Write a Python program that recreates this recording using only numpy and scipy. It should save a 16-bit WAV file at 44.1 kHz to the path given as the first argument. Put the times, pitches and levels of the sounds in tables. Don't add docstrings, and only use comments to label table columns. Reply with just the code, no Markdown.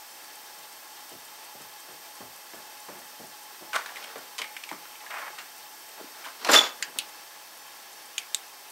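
import sys
import numpy as np
from scipy import signal
from scipy.fft import rfft, irfft, next_fast_len
from scipy.io import wavfile

SR = 44100
rng = np.random.default_rng(int(sys.argv[2]) if len(sys.argv) > 2 else 0)


def convert_level_to_amplitude(level_db):
    exponent = np.asarray(level_db, float) / 20
    return 10 ** exponent


def to_wav(s):
    ch = np.atleast_2d(s).T
    pcm = np.round(np.clip(ch, -1, 1) * 32767)
    wavfile.write(sys.argv[1], SR, pcm.astype(np.int16))


N = 384111
STEADY_TOP_HZ = 15770


def rms_one(x):
    return x / np.sqrt(np.mean(x ** 2) + 1e-20)


def coloured(spectrum, peaks=(), size=N):
    fast = next_fast_len(size)
    hz = np.fft.rfftfreq(fast, 1 / SR) + 1
    corner_hz, corner_db = np.transpose(spectrum)
    db = np.interp(np.log(hz), np.log(corner_hz), corner_db)
    for centre_hz, width_hz, peak_db in peaks:
        db = db + peak_db * np.exp(-.5 * (2 * (hz - centre_hz) / width_hz) ** 2)
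    noise = rfft(rng.standard_normal(fast))
    return rms_one(irfft(noise * convert_level_to_amplitude(db), fast)[:size])


def band(x, low_hz, high_hz):
    return signal.sosfilt(signal.butter(2, [low_hz, high_hz], "band", fs=SR, output="sos"), x)


def cut_below(x, low_hz):
    return signal.sosfilt(signal.butter(2, low_hz, "high", fs=SR, output="sos"), x)


def cut_above(x, top_hz):
    return signal.sosfilt(signal.ellip(16, .5, 75, top_hz, fs=SR, output="sos"), x)


def resonate(x, hz, width_hz):
    r = np.exp(-np.pi * width_hz / SR)
    feedback = [1, -2 * r * np.cos(2 * np.pi * hz / SR), r * r]
    return signal.lfilter([(1 - r * r) / 2, 0, (r * r - 1) / 2], feedback, x)


def drift(rate_hz):
    r = np.exp(-2 * np.pi * rate_hz / SR)
    return rms_one(signal.lfilter([1], [1, -2 * r, r * r], rng.standard_normal(N + SR))[SR:])


def dying(t60, rise=0.0002, size=SR // 3):
    t = np.arange(size) / SR
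    fall_db = np.maximum(-60 * t / max(t60, .003), -200)
    return (1 - np.exp(-t / rise)) * convert_level_to_amplitude(fall_db)


def add(track, s, peak_db, sound):
    part = track[round(s * SR):][:len(sound)]
    part += convert_level_to_amplitude(peak_db) * sound[:len(part)] / np.max(np.abs(sound))


def flames():
    # hz, level_db (per Hz)
    flame = [(30, -34), (90, -32), (180, -24.8), (340, -16.6), (620, -23.2), (1300, -12.8), (2400, -18.0),
             (3900, -25.6), (5600, -16.3), (7600, -18.0), (8400, -23.6), (10200, -21.1), (13000, -21.6),
             (15800, -22.8)]
    # centre_hz, width_hz, peak_db (above the broad colour)
    tubes = [(680, 350, 11.5), (850, 70, 9.5), (847, 20, 5.0), (1090, 24, 3.5), (1050, 180, 5.9),
             (1350, 70, 2.7), (1680, 140, 6.0), (2050, 420, 4.5), (2360, 60, 3.6), (2610, 130, 9.7),
             (2850, 110, 9.3), (3130, 100, 13.0), (3490, 410, 9.7), (3720, 90, 8.9), (4020, 220, 10.8),
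             (4290, 80, 6.9), (4530, 330, 11.2), (4970, 150, 6.6), (5210, 80, 8.4), (5410, 210, 6.4),
             (5810, 180, 4.1)]
    # centre_hz, width_hz, peak_db
    jets = [(6110, 110, 5.0), (6440, 80, 2.6), (7400, 90, 3.7), (7920, 90, 4.4), (8080, 160, 7.2),
            (8430, 360, 9.4), (8660, 420, 3.0), (9190, 420, 5.8), (9970, 120, 3.9), (10580, 100, 4.0),
            (10950, 70, 3.6), (11190, 140, 4.7), (11460, 60, 3.3), (11690, 370, 6.3), (12280, 170, 7.6),
            (12650, 130, 8.7), (12970, 110, 5.5), (13230, 160, 5.5), (13510, 140, 6.4), (13910, 160, 12.7),
            (14100, 130, 8.4), (14260, 90, 9.2), (14410, 70, 6.0), (14940, 200, 6.4), (15250, 100, 7.3),
            (15690, 110, 6.5)]
    # centre_hz, width_hz, share taken away (below 0 a gap fills in)
    muffled = [(856, 52, .4), (2630, 68, 0), (2880, 68, 0), (3100, 78, 0.26), (8430, 400, .25),
               (10300, 1600, -.15), (14050, 500, .35)]
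    # peak_s, peak_db
    dust = [(0.1094, -34), (0.2394, -35), (0.3531, -32), (0.4594, -37), (0.5856, -32), (0.7244, -34),
            (1.0914, -31), (1.2494, -34), (1.4441, -32), (1.6152, -30.5), (1.7993, -34), (1.9194, -35.5),
            (2.1535, -35), (2.3594, -34), (2.5494, -36), (2.7995, -32), (2.9886, -33), (3.267, -32.5),
            (3.4294, -35), (4.1794, -33.5), (5.1944, -34), (5.5794, -38), (5.887, -34), (6.1344, -41),
            (7.0894, -34), (7.5694, -34), (7.9279, -34), (8.0564, -32), (8.6994, -30)]
    flame_db, muffle_s, muffle_span_s = -45.5, 6.97, 0.21
    shade_db, shade_s, shade_span_s = -1, 6.9, .3

    t = np.arange(N) / SR
    hiss = coloured(flame, tubes + jets)
    near = (1 + np.tanh((t - muffle_s) / muffle_span_s)) / 2
    hiss = hiss - near * sum(share * resonate(hiss, hz, width_hz) for hz, width_hz, share in muffled)
    top = cut_below(hiss, 3400)
    shading_db = shade_db * (1 + np.tanh((t - shade_s) / shade_span_s)) / 2
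    flare = np.zeros(N)
    for s, db in dust:
        add(flare, s - .004, db - 16.0, np.hanning(round(0.016 * SR)))
    spits = flare * rms_one(band(rng.standard_normal(N), 7000, 10800))
    roar = convert_level_to_amplitude(.5 * drift(9)) * (hiss - top)
    top = convert_level_to_amplitude(shading_db + 0.23 * drift(18)) * top
    return convert_level_to_amplitude(flame_db) * (roar + top) + spits * convert_level_to_amplitude(.5 * shading_db)


def apart():
    rumble_db, patch_db = -92, -65
    out = convert_level_to_amplitude(rumble_db) * rms_one(band(rng.standard_normal(N), 30, 210))
    for s, low_hz in rng.uniform([0, 4200], [8.6, 13800], (30, 2)):
        patch = band(rng.standard_normal(2048), low_hz, low_hz + 1800)
        patch = band(patch, low_hz, low_hz + 1800)
        add(out, s, patch_db + 13, patch * np.hanning(2048))
    return out


def footsteps():
    # start_s, peak_db, slap_db (against the thud), decay_s
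    footfalls = [(0.578, -59, 10, .19), (1.114, -41.5, -10, 0.25), (1.546, -41.5, -5, 0.12),
                 (1.599, -47, 3, 0.2), (1.882, -44.5, 2, 0.42), (2.204, -36, -4, 0.15),
                 (2.532, -40.5, 3, 0.2), (2.569, -46.5, -10, 0.36), (2.884, -39.5, 5, 0.23),
                 (2.948, -46, 3, 0.57), (3.194, -38.5, -7, 0.27), (3.225, -45.5, -6, 0.27),
                 (3.608, -41, -9, 0.26), (4.156, -39.5, 6, 0.17), (4.395, -48, 15, 0.25),
                 (4.716, -39, -1.5, 0.17), (5.299, -44.5, 3, 0.056), (5.978, -52.5, 16.5, 0.16),
                 (6.799, -50, 10, 0.32), (6.868, -46, 4, 0.47), (6.955, -45, 6.5, 0.32)]
    # hz, level_db (per Hz)
    thud = [(35, -51), (60, -42), (168, -5.5), (366, 1.5), (455, -5.5), (658, -2), (700, -5.5), (910, -20),
            (1540, -120)]
    # start_s, peak_db, pitch_hz, decay_s
    step_rings = [(2.212, -41, 1090, .1), (2.888, -42, 1114, .07), (3.612, -44, 356, 0.08),
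                  (4.160, -46, 342, 0.08), (4.718, -37, 307, 0.095), (4.735, -44, 227, 0.059),
                  (6.002, -38, 620, 0.035), (6.011, -32.5, 407, 0.013), (6.025, -44, 490, 0.029),
                  (6.042, -39, 298, 0.027)]
    boom_db, boom_loss_db_per_s = -11, 3

    out = np.zeros(N)
    for s, db, slap_db, t60 in footfalls:
        add(out, s, db, coloured(thud, size=SR // 3) * dying(t60, rise=0.004))
        slap, boom = rng.standard_normal((2, SR // 3))
        add(out, s, db + slap_db, band(slap, 356, 1700) * dying(t60, rise=0.00098))
        floor_db = db + boom_db - boom_loss_db_per_s * s
        add(out, s, floor_db, band(boom, 76, 180) * dying(0.25, rise=0.038))
    for s, db, hz, t60 in step_rings:
        add(out, s, db, band(resonate(dying(0.0031), hz, 3.0 / t60), 216, 1500))
    return out


def room(x):
    t60_s, top_t60_s = 0.31, 0.21
    low, high = rng.standard_normal((2, SR // 2))
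    tail = band(low, 36, 2750) * dying(t60_s, 0.012, size=SR // 2)
    tail += 0.98 * band(high, 2200, 18000) * dying(top_t60_s, 0.0035, size=SR // 2)
    return signal.fftconvolve(x, tail / np.sqrt(np.sum(tail ** 2)))[:N]


def knocks():
    # start_s, peak_db, ring_hz, decay_s
    rummage = [(3.018, -40, 1760, .05), (3.731, -22.5, 1490, 0.053), (3.732, -25, 2700, .04),
               (3.740, -21, 1200, 0.06), (3.747, -19.5, 1300, 0.06), (3.755, -18, 1150, 0.07),
               (3.756, -21, 3630, .04), (3.761, -12, 1190, 0.025), (3.766, -24, 1700, .04),
               (3.788, -30, 950, 0.047), (3.800, -30, 1090, .04), (3.812, -38, 1100, 0.033),
               (3.860, -24, 1650, 0.044), (3.861, -29.5, 3880, .03), (3.905, -34, 1000, .04),
               (3.918, -35, 750, .05), (3.891, -31, 1790, .044), (3.959, -26, 2350, .044),
               (3.968, -29.5, 2000, 0.07), (4.026, -31, 2390, .03), (4.040, -34, 1690, .04),
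               (4.041, -27.5, 3000, 0.034), (4.158, -33.5, 1710, .04), (4.185, -39, 1480, .05),
               (4.382, -20, 2960, 0.024), (4.387, -20.5, 3100, 0.077), (4.388, -28.5, 1020, 0.06),
               (4.417, -16.5, 2180, 0.036), (4.442, -26.5, 1890, 0.033), (4.566, -24, 2220, 0.043),
               (4.637, -24, 2470, 0.031), (4.690, -25, 2210, 0.054), (4.714, -21, 925, 0.016),
               (4.726, -30, 1160, .063)]
    # start_s, peak_db, ring_hz
    settle = [(4.853, -36, 1510), (4.953, -33, 2440), (5.005, -35, 1930), (5.036, -39, 925),
              (5.064, -32.5, 1720), (5.105, -27.5, 1520), (5.14, -28, 1570), (5.183, -29, 1900),
              (5.219, -30, 1460), (5.278, -35, 1460), (5.385, -29, 2650), (5.391, -36, 3950),
              (6.144, -40, 1530), (6.137, -42, 850), (6.241, -33, 2300), (6.246, -30, 1540),
              (6.252, -32, 3080), (6.261, -29, 960), (6.272, -41, 830), (6.282, -33, 1410)]
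    # start_s, peak_db, ring_hz
    pull = [(6.451, -22, 1000), (6.463, -24, 760), (6.473, -26, 4100), (6.474, -20, 1060),
            (6.490, -19, 1000), (6.493, -11, 760), (6.497, -19, 1050), (6.504, -13, 800),
            (6.503, -23, 2500), (6.513, -20, 7200), (6.519, -16, 7000), (6.528, -16, 1310),
            (6.542, -5.5, 1370), (6.557, -20, 1200), (6.569, -15, 990), (6.578, -19, 890),
            (6.588, -15, 1420), (6.597, -23, 1190), (6.611, -18, 780), (6.626, -31, 900),
            (6.636, -26, 1410), (6.645, -28, 1200), (6.661, -27, 1510), (6.672, -35, 2020),
            (6.683, -32, 1410)]
    # start_s, peak_db, ring_hz, decay_s, crack_db
    heavy = [
        (3.753, -28, 1100, 0.033, -2),
        (6.447, -23, 4500, 0.02, -8),
        (6.536, -3, 2580, 0.019, -27),
        (6.54, -4, 2530, 0.023, -18),
        (6.55, -3.5, 2540, 0.021, -2),
    ]
    settle_t60_s, pull_t60_s = 0.081, 0.044
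    crack_at_1500_hz_db, crack_db_per_octave = -16, 1
    first_contact = 4.8
    ring_sharpness = 5.7

    out, size = np.zeros(N), SR // 6
    light = []
    for s, db, hz, t60 in (rummage + [(*row, settle_t60_s) for row in settle]
                           + [(*row, pull_t60_s) for row in pull]):
        crack_db = crack_at_1500_hz_db + crack_db_per_octave * np.log2(hz / 1500)
        light.append((s, db, hz, t60, crack_db))
    for blows, broad, rise in ((light, .2, .0003), (heavy, .6, .0012)):
        for s, db, hz, t60, crack_db in blows:
            contacts = rng.standard_normal(size) * dying(t60, rise, size=size)
            contacts[8] += first_contact
            body = resonate(contacts, hz, hz / ring_sharpness)
            body = body + broad * band(contacts, 0.45 * hz, 2.02 * hz)
            add(out, s, db - 1.0, body)
            add(out, s, db + crack_db, band(contacts * dying(t60, size=size), 3900, 9600))
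    return out


def drags():
    # peak_s, peak_db, body_hz, rise_s (per 20 dB), fall_s (per 20 dB)
    dragged = [(3.740, -36, 1124, -0.24, -3), (3.866, -41, 1290, -0.5, 0.04), (3.900, -41, 893, -0.16, 0.4),
               (3.968, -38, 2300, -0.1, .14), (4.045, -42.5, 1440, 0.5, 0.34),
               (6.212, -50.5, 1480, 0.8, .05), (6.252, -39, 1480, -0.44, .05),
               (6.282, -41.5, 1280, 0.1, .06)]
    slides = [(5.108, -36.5, 1477, .008, 0.12), (5.145, -33, 1400, .07, .08),
              (5.188, -39.5, 1395, .05, 0.1), (5.218, -39.5, 1390, 0.054, 0.089),
              (5.253, -43.5, 1427, 0.043, 0.11), (5.280, -37.5, 1434, .08, 0.028),
              (5.390, -32.5, 1700, 0.015, 0.047)]
    jerks = [
        (6.440, -35, 1110, 0.042, 0.016),
        (6.458, -29.5, 837, 0.0099, 0.18),
        (6.492, -18.5, 900, 0.006, 0.073),
    ]
    scrapes = [(3.760, -37.5, 1146, 0.012, 0.05), (6.420, -43, 1170, 0.036, .06),
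               (6.448, -24.5, 1110, 0.0018, 0.021), (6.536, -16, 1416, 0.011, 0.081),
               (6.556, -22.5, 1407, 0.029, 0.11)]
    bites = [(6.518, -25, 990, 0.02, 0.018)]
    kinds = ((dragged, (-5, -18, -9.5)), (slides, (-21, -33, -25)), (jerks, (-7.5, -27, -7)),
             (scrapes, (1, -15, -8.5)), (bites, (-2, -4, -2)))
    sag_per_s = .8

    grains = rng.standard_normal(N) * convert_level_to_amplitude(2.5 * drift(58))
    broad = rms_one(band(band(grains, 590, 2520), 590, 2520))
    bright = rms_one(band(grains, 2470, 5700))
    spray = rms_one(band(grains, 11000, 12800))
    rumble = rms_one(band(band(grains, 204, 690), 204, 690))
    slow = rms_one(signal.sosfilt(signal.butter(2, 300, fs=SR, output="sos"), grains))
    out = np.zeros(N)
    for rows, (bright_db, spray_db, rumble_db) in kinds:
        rub = 0.74 * broad + convert_level_to_amplitude(bright_db) * bright + convert_level_to_amplitude(spray_db) * spray + convert_level_to_amplitude(rumble_db) * rumble
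        for s, db, hz, rise, fall in rows:
            span = np.arange(round((s - 2 * rise) * SR), round((s + 2 * fall) * SR))
            t = span / SR - s
            body = slow[span] * np.sin(2 * np.pi * hz * (t - sag_per_s * t ** 2 / 2))
            envelope = convert_level_to_amplitude(db - 3.5 - 20 * np.maximum(-t / rise, t / fall))
            out[span] += envelope * (rub[span] + 0.81 * body)
    return out


def squeal():
    # centre_s, level_db, length_s
    throbs = [(6.519, -34, 0.0084), (6.54, -30, 0.012), (6.565, -9.5, 0.008), (6.575, -20, 0.0058),
              (6.583, -21, 0.0061), (6.591, -11, 0.006), (6.6, -26, .005), (6.61, -20, 0.0053),
              (6.619, -34, .008), (6.637, -36, .004), (6.643, -33, .0045), (6.655, -41, .0046),
              (6.674, -43, 0.0055), (6.69, -51, 0.0062), (6.726, -48, 0.009)]
    # time_s, pitch_hz
    glide = [(6.5, 3650), (6.55, 3530), (6.565, 3495), (6.68, 3456)]
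    octave_start_db, octave_loss_db_per_s, upper_db = -18.5, 166, -12
    after_ring_hz, after_ring_width_hz, after_ring_db = 3432, 13, -3

    hz = np.interp(np.arange(N) / SR, *np.transpose(glide))
    phase = 2 * np.pi * np.cumsum(hz * (1 + 0.0147 * drift(310))) / SR
    chatter = 0.85 + 0.5 * drift(350)
    out = np.zeros(N)
    for s, db, length in throbs:
        octave_db = octave_start_db - octave_loss_db_per_s * (s - throbs[0][0])
        double_db = octave_db + upper_db
        span = slice(round((s - .03) * SR), round((s + .03) * SR))
        t = np.arange(N)[span] / SR - s
        p = phase[span]
        overtones = convert_level_to_amplitude(octave_db) * np.sin(2 * p)
        overtones += convert_level_to_amplitude(double_db - 8) * np.sin(3 * p) + convert_level_to_amplitude(double_db) * np.sin(4 * p)
        tone = convert_level_to_amplitude(db) * np.sin(p) + chatter[span] * overtones
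        out[span] += np.sqrt(2) * np.exp(-.5 * (2 * t / length) ** 2) * tone
    return out + convert_level_to_amplitude(after_ring_db) * resonate(out + 1e-18, after_ring_hz, after_ring_width_hz)


def torch():
    # start_s, peak_db, decay_s, echo_db, crack_db
    clicks = [
        (6.825, -13, 0.023, -13.5, -21.5),
        (6.987, -12.5, 0.025, -10, -11),
        (8.18, -11, 0.018, -14, -23.5),
        (8.346, -4, 0.01, -23.5, -23.5),
    ]
    # pitch_hz, width_hz, level_db
    case_modes = [
        [(1620, 160, 4.5), (2830, 310, 3.5), (4600, 140, 4), (7300, 700, 0.5), (7700, 130, -12),
         (10300, 240, -17)],
        [(2650, 240, 10), (3820, 610, 9.5), (7040, 190, -13), (7700, 170, -8), (9000, 980, 1.5),
         (10200, 160, -27)],
        [(2290, 220, 0), (3170, 230, 3.5), (6400, 200, -15), (6860, 280, 1), (8550, 270, -8), (11800, 250, -27)],
        [(3760, 160, 5), (6630, 270, 3), (7630, 410, 4), (9330, 240, -2), (12100, 180, -19), (14000, 210, -18)],
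    ]
    hard_contact = 6.5

    cracks, rings = np.zeros((2, N))
    for (s, db, t60, echo_db, crack_db), modes in zip(clicks, case_modes):
        noise = rng.standard_normal(SR // 3)
        noise[12] += hard_contact
        broad_echo = convert_level_to_amplitude(echo_db + 6.5) * dying(0.13, rise=0.0016)
        case = 0.25 * band(noise * (dying(t60) + broad_echo), 2060, 10000)
        for k, (hz, width_hz, mode_db) in enumerate(modes):
            echo_t60 = 0.19 * (2500 / hz) ** .5
            snap = noise * (dying(t60) + convert_level_to_amplitude(echo_db + 2.0) * dying(echo_t60, rise=0.0013))
            case = case + convert_level_to_amplitude(mode_db) * (-1) ** k * resonate(snap, hz, 1.9 * width_hz)
        add(rings, s, db - 1.5, case)
        add(cracks, s, db + crack_db + 13.5, band(noise * dying(0.0027), 7500, 12000))
    soft_cut = signal.cheby2(12, 60, 17400, fs=SR, output="sos")
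    return cut_above(rings, STEADY_TOP_HZ) + signal.sosfilt(soft_cut, cracks)


def soft_limit(pressure):
    return pressure + cut_below(.85 * np.tanh(pressure / .85) - pressure, 200)


def scene():
    tools = cut_below(cut_below(knocks() + drags(), 257), 80)
    handled = cut_below(cut_below(footsteps(), 76), 66) + tools
    shriek = squeal()
    echoes = convert_level_to_amplitude(-9.5) * room(handled + 0.5 * shriek)
    pressure = flames() + handled + shriek + echoes
    return cut_above(soft_limit(pressure), STEADY_TOP_HZ) + torch() + apart() * [[1], [-1]]


def band_limit(x):
    return signal.sosfilt(signal.butter(12, 16820, fs=SR, output="sos"), x)


def record(dry):
    return band_limit(dry)


dry = scene()
out = record(dry)
to_wav(out)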